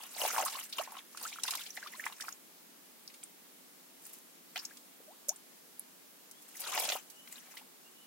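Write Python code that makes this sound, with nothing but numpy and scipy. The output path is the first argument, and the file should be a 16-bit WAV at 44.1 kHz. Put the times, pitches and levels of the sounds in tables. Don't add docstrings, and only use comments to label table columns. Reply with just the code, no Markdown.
import sys
import numpy as np
from scipy import signal
from scipy.io import wavfile

SR = 44100
rng = np.random.default_rng(int(sys.argv[2]) if len(sys.argv) > 2 else 0)


def store_pcm(level_fs):
    pcm = np.round(np.clip(level_fs, -1, 1) * 32767).astype(np.int16)
    wavfile.write(sys.argv[1], SR, np.atleast_2d(pcm).T)


N = 355446

# (start of hold [s], build-up [s], hold [s], release [s],
#  brushing of blades [dB], crush of litter [dB], glide of scales [dB])
SHOVES = [(0, 0.046, 0.054, 0.19, -55, -55, -55), (0.21, .14, 0.19, 0.33, -41, -40, -46),
          (0.527, .04, 0.055, 0.17, -48.5, -54, -52), (0.791, 0.084, 0.027, 0.088, -45.5, -45.5, -58),
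          (0.902, 0.091, 0.079, 0.12, -56, -56, -63), (1.237, 0.16, 0.0096, 0.46, -48, -53, -56),
          (1.464, 0.072, 0.12, 0.22, -45.5, -54, -55), (1.766, 0.11, 0.36, 0.1, -56, -60, -63.5),
          (2.056, 0.017, 0.01, 0.11, -67, -46, -67), (2.21, 0.09, 0.075, 0.13, -55, -55.5, -58.5),
          (4.06, 0.097, 0.056, 0.17, -57.5, -67, -56), (4.562, 0.026, 0.0304, .3, -54.5, -58, -63),
          (6.614, 0.078, 0.045, 0.13, -53, -53, -51), (6.754, 0.25, 0.093, 0.14, -39.5, -38.5, -46),
          (6.9, 0.033, 0.07, 0.062, -46.5, -45.5, -49), (7.323, 0.13, 0.043, 0.083, -54.5, -62, -56.5),
          (7.521, 0.6, 0.079, 0.085, -59.5, -60, -64)]
# (time [s], level [dB], pitch [Hz], bandwidth [octaves], time to fade 60 dB [s], left-right [dB])
TIMED_SNAPS = [(0.0332, -47, 5940, 3.3, .035, 8), (0.214, -31.5, 2772, 0.62, 0.015, 2),
               (0.2352, -46, 5980, 1.54, 0.034, 0), (0.262, -36.5, 8430, 1.7, .035, 4),
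               (0.275, -37, 2670, 0.46, .025, 0), (0.409, -39, 7500, 0.63, .03, 0),
               (0.449, -33, 9050, 1.6, 0.06, -2), (0.4595, -35, 10000, 0.91, 0.041, -1.5),
               (0.7245, -35.5, 4300, 0.94, 0.08, 0), (0.782, -31.5, 2910, 0.51, 0.024, 2.5),
               (0.967, -46.5, 2830, 1.14, 0.019, 4), (0.985, -44.5, 2695, 0.87, .03, 0),
               (1.172, -41, 5490, 2.1, 0.037, 0), (1.2266, -41, 12600, .8, 0.055, -2),
               (1.4338, -29, 5440, 2.13, 0.025, 2), (1.479, -31, 3800, 1.5, 0.028, -1),
               (1.5065, -31.5, 5190, 2.7, 0.046, -2), (1.536, -39, 4006, 1.97, .02, 0),
               (1.5515, -35.5, 6460, 2.6, .022, -.5), (1.661, -41.5, 3420, 1.1, 0.054, 3),
               (1.703, -42.5, 5890, 0.25, 0.025, -1), (1.766, -44.5, 3520, 2.25, 0.026, 1),
               (1.8704, -42, 3650, 1.3, .045, 3), (2.053, -40.5, 8250, 1.35, 0.061, -2.5),
               (2.1236, -46, 2810, 1.5, 0.024, 0), (2.2068, -38, 5390, 1.95, 0.041, -2),
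               (2.2224, -42, 6920, 0.72, .015, -1), (2.2884, -44, 6100, 0.94, 0.013, -1),
               (2.324, -43, 6700, 0.5, .012, -0.5), (3.0755, -44, 4960, 0.42, 0.014, 0),
               (3.0974, -54, 2480, 1.9, 0.043, 2), (3.1385, -50.5, 3500, 3.3, 0.052, -1),
               (3.2295, -51, 3320, 1, .014, 0), (3.235, -41.5, 8950, 0.63, 0.028, -2),
               (4.052, -50, 8300, 0.84, 0.018, 5), (4.558, -35.5, 2530, 2.07, 0.021, 1),
               (4.5665, -39, 3200, 0.43, 0.012, 5), (4.575, -37.5, 2980, 2.5, .022, -3),
               (4.589, -39.5, 5220, 0.5, 0.082, 2), (4.6501, -36, 6370, 0.57, 0.023, 1),
               (4.77, -49.5, 4940, 2.3, 0.031, -1), (5.284, -34.5, 9200, 0.83, 0.055, -5),
               (5.2912, -25.5, 6370, 0.29, 0.011, 2.5), (5.36, -49, 8900, 0.66, .026, -1),
               (5.7941, -38.5, 11250, 0.45, 0.0081, -1), (6.3109, -48.5, 9080, 1.5, 0.036, 1),
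               (6.616, -45, 5010, 2.9, 0.026, 9), (6.7755, -30, 2787, 2, 0.019, -1),
               (6.8884, -28.5, 3965, 2, 0.028, -2), (6.899, -31.5, 2620, 2.6, 0.012, -2),
               (6.9196, -29, 2830, 1.25, 0.021, 0), (7.099, -48.5, 7860, 2.2, 0.079, -5),
               (7.2735, -50, 2570, 2.2, 0.02, 5), (7.324, -45, 7770, 0.41, 0.013, 0),
               (7.364, -55, 2945, 2.9, 0.053, 7.5), (7.5688, -44, 3470, 1.5, 0.07, 0)]
# (time [s], starting pitch [Hz], peak level [dB], time to fade 60 dB [s])
TIMED_SQUELCHES = [(0.2235, 785, -32.5, 0.024), (0.2345, 545, -29.5, .018), (0.2394, 714, -29, 0.016),
                   (0.2505, 757, -22.5, 0.012), (0.264, 440, -39, 0.03), (0.279, 770, -35, 0.016),
                   (0.303, 1220, -31, 0.016), (0.333, 1270, -38, 0.016), (0.3445, 940, -27, .008),
                   (0.3628, 930, -23, 0.0087), (0.372, 826, -25.5, 0.014), (0.3798, 822, -20, 0.01),
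                   (0.39, 760, -23, 0.01), (0.4015, 780, -22, 0.0082), (0.4216, 650, -30, 0.016),
                   (0.4311, 587, -32, 0.034), (0.459, 976, -29.5, 0.012), (0.467, 1190, -32, .011),
                   (0.4812, 1110, -33.5, 0.0098), (0.5495, 987, -35.5, 0.026), (0.570, 1030, -36.5, .014),
                   (0.7848, 1024, -28.5, 0.02), (0.7946, 615, -30, 0.041), (0.812, 1145, -35.5, 0.014),
                   (0.8738, 774, -34.5, 0.0066), (0.9208, 839, -39.5, 0.012), (0.9505, 990, -40.5, 0.011),
                   (0.968, 950, -36, 0.014), (1.1475, 1100, -43, 0.012), (1.173, 1337, -43.5, 0.017),
                   (1.251, 1250, -34, 0.037), (1.326, 2230, -39.5, 0.017), (1.359, 1221, -40, 0.0097),
                   (1.3853, 1210, -34.5, 0.013), (1.4435, 854, -39.5, 0.016), (1.4525, 1437, -38, 0.014),
                   (1.4837, 950, -33, 0.023), (1.5235, 965, -37, 0.0072), (1.5345, 1270, -33.5, 0.0096),
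                   (1.549, 1010, -35, 0.012), (1.7725, 1854, -32.5, 0.017), (1.776, 705, -43, 0.018),
                   (1.8275, 1530, -37, 0.02), (1.8602, 1156, -40.5, 0.043), (1.935, 1900, -41.5, 0.018),
                   (1.943, 963, -46.5, .042), (1.9959, 1734, -33.5, 0.023), (2.039, 2110, -32.5, 0.0095),
                   (2.0638, 1045, -24.5, 0.011), (2.0652, 1855, -26.5, 0.012), (2.2007, 1513, -38, 0.013),
                   (2.217, 1765, -41, .02), (2.237, 1163, -48, .028), (2.2825, 1170, -28, 0.0068),
                   (4.558, 670, -42.5, 0.039), (4.559, 1890, -33, 0.0096), (4.7086, 1560, -48.5, 0.026),
                   (5.002, 463, -45, 0.012), (5.078, 600, -52, 0.12), (5.282, 550, -42.5, 0.094),
                   (6.552, 1976, -48.5, 0.02), (6.7635, 610, -33.5, 0.021), (6.7755, 790, -26, 0.013),
                   (6.7992, 729, -29, 0.014), (6.83, 684, -36, .014), (6.854, 687, -39, 0.013),
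                   (6.8985, 610, -33.5, 0.023), (6.923, 660, -37, 0.019), (6.9528, 700, -30, 0.0079),
                   (7.5692, 1947, -44, 0.025), (7.611, 802, -52.5, 0.034)]
# (time [s], length [s], starting pitch [Hz], final pitch [Hz], level [dB])
FAR_WHISTLES = [(6.314, 0.098, 3130, 3470, -64), (7.114, 0.18, 2870, 3030, -63),
                (7.845, 0.055, 2760, 2910, -66), (7.944, 0.14, 2950, 2970, -65.5)]
# (frequency [Hz], relative level per Hz [dB])
LITTER_SPECTRUM = [(130, -33), (210, -4.5), (340, -13), (560, -3), (700, 0), (1300, 4), (1750, 1.5),
                   (2500, 1.5), (3600, -8), (6000, -24)]
# (frequency [Hz], relative level per Hz [dB])
BLADE_SPECTRUM = [(1200, -15), (2400, 1.5), (3400, -1), (4500, -1.5), (6300, 4), (9000, -0.5), (12000, -7),
                  (16000, -10)]
# (frequency [Hz], relative level per Hz [dB])
HUSH_SPECTRUM = [(30, -48), (80, -26), (130, -33), (195, -1.5), (280, -2), (450, -6.5), (750, -8.5),
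                 (1500, -11.5), (5000, -13), (15500, -12)]
# (frequency [Hz], correlation [-1 to 1])
NEAR_LIKENESS = [(150, 0.32), (400, 0.65), (950, 0.81), (2400, 0.53), (6000, 0), (15000, 0.19)]
# (frequency [Hz], correlation [-1 to 1])
HUSH_LIKENESS = [(60, 0.47), (380, 0.18), (950, 0), (15000, 0.004)]

TIME = np.arange(N) / SR
CUTOFF_HZ = 15900
BAND_EDGES_HZ = np.geomspace(28, 17000, 23)
SHOVE_SWING_DB = 20
CRUSH_STEEPNESS = 1.5
PRESSED_DB = -63
LIGHT_CAVITY_HZ, CAVITY_OCTAVES_PER_DB, LARGEST_CAVITY_HZ = 1794, 0.14, 797
SWELL_CYCLES = 1.17
THIN_STEM_OCTAVES, THIN_STEM_T60_S = 0.52, 0.025
STEM_RING_OCTAVES = 0.134
THICK_STEM_HZ, THUD_DB_PER_OCTAVE = 3010, 11


def shoves():
    power = np.full((3, N), 1e-12)
    for s, build, hold, release, brush_db, crush_db, glide_db in SHOVES:
        before = np.maximum(s - TIME, 0) / build
        after = np.maximum(TIME - s - hold, 0) / release
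        slack = before + after
        near = slack < 3
        slack_db = SHOVE_SWING_DB * slack[near]
        levels_db = [brush_db - slack_db, crush_db - CRUSH_STEEPNESS * slack_db, glide_db - slack_db]
        power[:, near] += from_db(levels_db) ** 2
    return 10 * np.log10(power)


def rustle(level_db, spectrum, per_s, spread_db, slide_db, catch_db, catch_rate, patchy_db):
    sources = []
    for _ in range(2):
        slips = grains(per_s, spread_db, size=N)
        hiss = from_db(slide_db) * rng.standard_normal((2, N))
        sources.append(slips + hiss)
    texture = coloured(sources, spectrum, NEAR_LIKENESS, patchy_db, patch_rate=70)
    clumped = texture * from_db(catch_db * drift(catch_rate))
    return from_db(level_db) * rms_one(clumped)


def crackles(brush_db, gain_db, low_hz, high_hz, width, spread_db, count):
    out, t = np.zeros((2, N)), TIME[:SR // 40]
    firm_db, t60 = -55, .025
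    for when, pitch, size, side in rng.random((count, 4)):
        hz, i = low_hz * (high_hz / low_hz) ** pitch, int(when * N)
        if brush_db[i] > firm_db:
            noise = widen(rng.standard_normal((2, len(t))), at_hz(NEAR_LIKENESS, hz))
            burst = noise * from_db(-60 * t / t60)
            tick = rms_one(band(burst, hz * (1 - width), hz * (1 + width)))
            level = from_db(brush_db[i] + gain_db - spread_db * size)
            add(out, i / SR, level * pan(10 * (side - .5)) * tick)
    return out


def scale_hiss(glide_db, low_hz, flutter_db, per_s, spread_db):
    ticks = rms_one(band(grains(per_s, spread_db, size=N), low_hz, CUTOFF_HZ))
    return from_db(glide_db + flutter_db * drift(90)) * ticks


def drag(crush_db, gain_db, half_width_octaves, wander_octaves, stick_db):
    centre_hz = cavity_hz(crush_db) * 2 ** (wander_octaves * drift(70))
    slips = widen(grains(500, 2, size=N), at_hz(NEAR_LIKENESS, 950))
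    scrape = 0
    for hz in np.geomspace(540, 2200, 7):
        nearness = np.exp(-(np.log2(hz / centre_hz) / half_width_octaves) ** 2)
        scrape = scrape + nearness * band(slips, hz * .87, hz * 1.15)
    return from_db(crush_db + gain_db + stick_db * drift(45)) * rms_one(scrape)


def cavity_hz(crush_db):
    weight_db = np.maximum(crush_db - PRESSED_DB, 0)
    hz = LIGHT_CAVITY_HZ * 2 ** (-CAVITY_OCTAVES_PER_DB * weight_db)
    return np.maximum(hz, LARGEST_CAVITY_HZ)


def snaps(rows, gain_db, crack_db, ring_db, splinter_db, thud_db, tail_db, tail_t60, attack_s):
    out, t = np.zeros((2, N)), TIME[:SR // 6]
    for s, db, hz, octaves, t60, side_db in rows:
        half_band, half_ring = 2 ** (octaves / 2), 2 ** (STEM_RING_OCTAVES / 2)
        bend_s = attack_s * THICK_STEM_HZ / hz
        shiver = from_db(tail_db - 60 * t / tail_t60)
        fade = (1 - np.exp(-t / bend_s)) * (from_db(-60 * t / t60) + shiver)
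        cracks = widen(grains(7000, 1.5, size=len(t)), at_hz(NEAR_LIKENESS, hz)) * fade
        cracks[:, int(bend_s * SR)] += from_db(crack_db)
        cracks = stem_echo(cracks, lag_s=0.001396, share=1.0)

        stem = rms_one(band(cracks, hz / half_band, hz * half_band, order=3))
        ring = from_db(ring_db) * rms_one(band(cracks, hz / half_ring, hz * half_ring))
        splinters = from_db(splinter_db) * rms_one(band(cracks, hz / half_band, CUTOFF_HZ, order=3))
        octaves_thinner = np.log2(max(hz / THICK_STEM_HZ, 1))
        thud_gain = from_db(thud_db - THUD_DB_PER_OCTAVE * octaves_thinner)
        thud = thud_gain * rms_one(band(cracks, 410, 2600))
        add(out, s, from_db(db + gain_db) * pan(side_db) * (stem + ring + splinters + thud))
    return out


def random_snaps(brush_db, gain_db, ceiling_db, low_hz, high_hz, spread_db, count):
    rows, moving_db = [], -57
    for when, pitch, size, side in rng.random((count, 4)):
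        push_db = brush_db[int(when * N)]
        if push_db > moving_db:
            db = min(push_db + gain_db, ceiling_db) - spread_db * size
            hz = low_hz * (high_hz / low_hz) ** pitch
            rows.append((when * N / SR, db, hz, THIN_STEM_OCTAVES, THIN_STEM_T60_S, 10 * (side - .5)))
    return rows


def stem_echo(x, lag_s, share):
    lags = rng.uniform(lag_s / 4, lag_s, 2)
    t = TIME[:x.shape[1]]
    return np.array([side + share * np.interp(t - lag, t, side, left=0) for side, lag in zip(x, lags)])


def squelches(rows, gain_db, rise, width, spatter_db, spatter_t60):
    out, t = np.zeros((2, N)), TIME[:SR // 12]
    for (s, hz, db, t60), side in zip(rows, rng.standard_normal(len(rows))):
        pocket = bubble(hz, t60, rise * np.sqrt(t60 / 0.121))
        add(out, s, from_db(db + gain_db) * pan(width * side) * pocket)
        drops = widen(grains(1500, 1.9, size=len(t)), at_hz(NEAR_LIKENESS, hz))
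        drops = drops * from_db(-60 * t / spatter_t60)
        spatter = rms_one(band(drops, hz * 0.85, hz * 1.38))
        add(out, s, from_db(db + spatter_db - 220 * t60) * spatter)
    return out


def random_squelches(crush_db, gain_db, ceiling_db, spread_db, t60, count):
    rows = []
    for when, pitch, size in rng.random((count, 3)):
        weight_db = crush_db[int(when * N)]
        if weight_db > PRESSED_DB:
            hz = cavity_hz(weight_db) * 2 ** (pitch - .5)
            db = min(weight_db + gain_db, ceiling_db) - spread_db * size
            rows.append((when * N / SR, hz, db, t60))
    return rows


def seeping(crush_db, gain_db, low_hz, high_hz, cycles, spread_db, count):
    out = np.zeros((2, N))
    for when, pitch, size, side in rng.random((count, 4)):
        hz, i = low_hz * (high_hz / low_hz) ** pitch, int(when * N)
        db = crush_db[i] + gain_db - spread_db * size
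        add(out, i / SR, from_db(db) * pan(12 * (side - .5)) * bubble(hz, cycles / hz, rise=2.34))
    return out


def bubble(hz, t60, rise):
    t = TIME[:int(t60 * SR)]
    pitch = hz * (1 + rise * (t / t60) ** 2)
    swell = 1 - np.exp(-(t * hz / SWELL_CYCLES) ** 2)
    fade = from_db(-60 * (t / t60) ** (1.85 + 2.5 * t60))
    return np.sin(2 * np.pi * np.cumsum(pitch) / SR) * swell * fade


def undergrowth(x, t60, wet_db):
    t = TIME[:SR // 4]
    noise = band(rng.standard_normal((2, len(t))), 390, 8300, order=1)
    scatter = noise * from_db(-60 * t / t60) * (t > .002)
    scatter /= np.sqrt(np.sum(scatter ** 2, axis=1, keepdims=True))
    return x + from_db(wet_db) * signal.fftconvolve(x, scatter, axes=1)[:, :N]


def outdoor_hush(level_db, flutter_db):
    noise = rng.standard_normal((2, 2, N))
    return from_db(level_db) * coloured(noise, HUSH_SPECTRUM, HUSH_LIKENESS, flutter_db, patch_rate=14)


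def whistles(waver, fading_db):
    out = np.zeros((2, N))
    for s, length, first_hz, last_hz, db in FAR_WHISTLES:
        size = int(length * SR)
        wander = np.array([drift(114.0)[:size], drift(118.0)[:size]])
        pitch = np.linspace(first_hz, last_hz, size) * (1 + waver * wander)
        arch = np.sqrt(np.abs(np.sin(np.linspace(0, np.pi, size))))
        swell = from_db(db + fading_db * drift(36.0)[:size]) * arch
        add(out, s, swell * np.sin(2 * np.pi * np.cumsum(pitch, axis=1) / SR))
    return out


def from_db(db):
    return 10 ** (np.asarray(db) / 20)


def rms_one(x):
    return x / np.sqrt(np.mean(x ** 2, axis=-1, keepdims=True) + 1e-20)


def at_hz(points, hz):
    table = np.array(points)
    return np.interp(np.log(hz), np.log(table[:, 0]), table[:, 1])


def drift(rate):
    knots = rng.standard_normal(int(N / SR * rate) + 3)
    return rms_one(np.interp(TIME * rate, np.arange(len(knots)), knots))


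def band(x, low, high, order=2):
    high = min(max(high, low * 1.1), SR * .45)
    low = min(low, high * .9)
    return signal.sosfilt(signal.butter(order, [low, high], "band", fs=SR, output="sos"), x + 1e-18)


def widen(pair, alike):
    alike = np.clip(alike, -1, 1)
    middle = np.sqrt(1 + alike) * pair[0]
    sides = np.sqrt(1 - alike) * pair[1] * np.array([[1], [-1]])
    return middle + sides


def pan(db):
    return from_db(np.array([[db], [-db]]) / 2)


def add(out, s, sound):
    i = max(round(s * SR), 0)
    out[:, i:i + sound.shape[1]] += sound[:, :N - i]


def grains(per_s, spread_db, size):
    born = rng.random((2, size)) < per_s / SR
    clicks, count = np.zeros((2, size)), born.sum()
    heights = from_db(spread_db * np.minimum(rng.exponential(1, count), 4))
    clicks[born] = heights * rng.choice([-1, 1], count)
    return rms_one(clicks)


def coloured(sources, spectrum, likeness, patchy_db, patch_rate):
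    out = np.zeros((2, N))
    for k, (low, high) in enumerate(zip(BAND_EDGES_HZ, BAND_EDGES_HZ[1:])):
        hz = np.sqrt(low * high)
        if spectrum[0][0] / 2 < hz < spectrum[-1][0] * 2:
            gain = from_db(at_hz(spectrum, hz) + patchy_db * drift(patch_rate))
            out += gain * widen(band(sources[k % 2], low, high), at_hz(likeness, hz))
    return rms_one(out)


def scene():
    brush_db, crush_db, glide_db = shoves()

    blades = rustle(brush_db - 2.0, BLADE_SPECTRUM, per_s=1300, spread_db=0.0, slide_db=-4.5,
                    catch_db=2.5, catch_rate=130, patchy_db=3.5)
    blades += crackles(brush_db, gain_db=-7.0, low_hz=2060, high_hz=15100, width=0.086,
                       spread_db=7.5, count=1500)
    blades += scale_hiss(glide_db, low_hz=8150, flutter_db=5.0, per_s=1800, spread_db=3)

    litter = rustle(crush_db - 5.5, LITTER_SPECTRUM, per_s=1000, spread_db=4.5, slide_db=-10.0,
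                    catch_db=2.4, catch_rate=98, patchy_db=4.5)
    litter += drag(crush_db, gain_db=-7.5, half_width_octaves=0.34, wander_octaves=0.28, stick_db=3)

    thin_stems = random_snaps(brush_db, gain_db=3.5, ceiling_db=-44.5, low_hz=2146, high_hz=11600,
                              spread_db=-0.5, count=170)
    stems = snaps(TIMED_SNAPS + thin_stems, gain_db=-16.5, crack_db=6.5, ring_db=-12.5, splinter_db=-7.5,
                  thud_db=-10.5, tail_db=-28, tail_t60=0.069, attack_s=0.0022)

    pockets = random_squelches(crush_db, gain_db=11.5, ceiling_db=-32, spread_db=3.0, t60=0.014, count=130)
    soil = squelches(TIMED_SQUELCHES + pockets, gain_db=-1.0, rise=3.8, width=1.5,
                     spatter_db=-21.5, spatter_t60=0.027)
    soil += seeping(crush_db, gain_db=3.0, low_hz=636, high_hz=2810, cycles=13.3, spread_db=18.0, count=650)

    side_db = np.linspace(-1.0, 2.5, N)
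    moving = (litter + blades + soil) * from_db(np.array([side_db, -side_db]) / 2)
    near = undergrowth(moving + stems, t60=0.074, wet_db=-12.5)
    hush = outdoor_hush(level_db=-57.5, flutter_db=.6)
    return near + hush + whistles(waver=0.01544, fading_db=3.0)


def record(dry):
    return signal.sosfilt(signal.ellip(12, .1, 70, CUTOFF_HZ, fs=SR, output="sos"), dry)


dry = scene()
out = record(dry)
store_pcm(out)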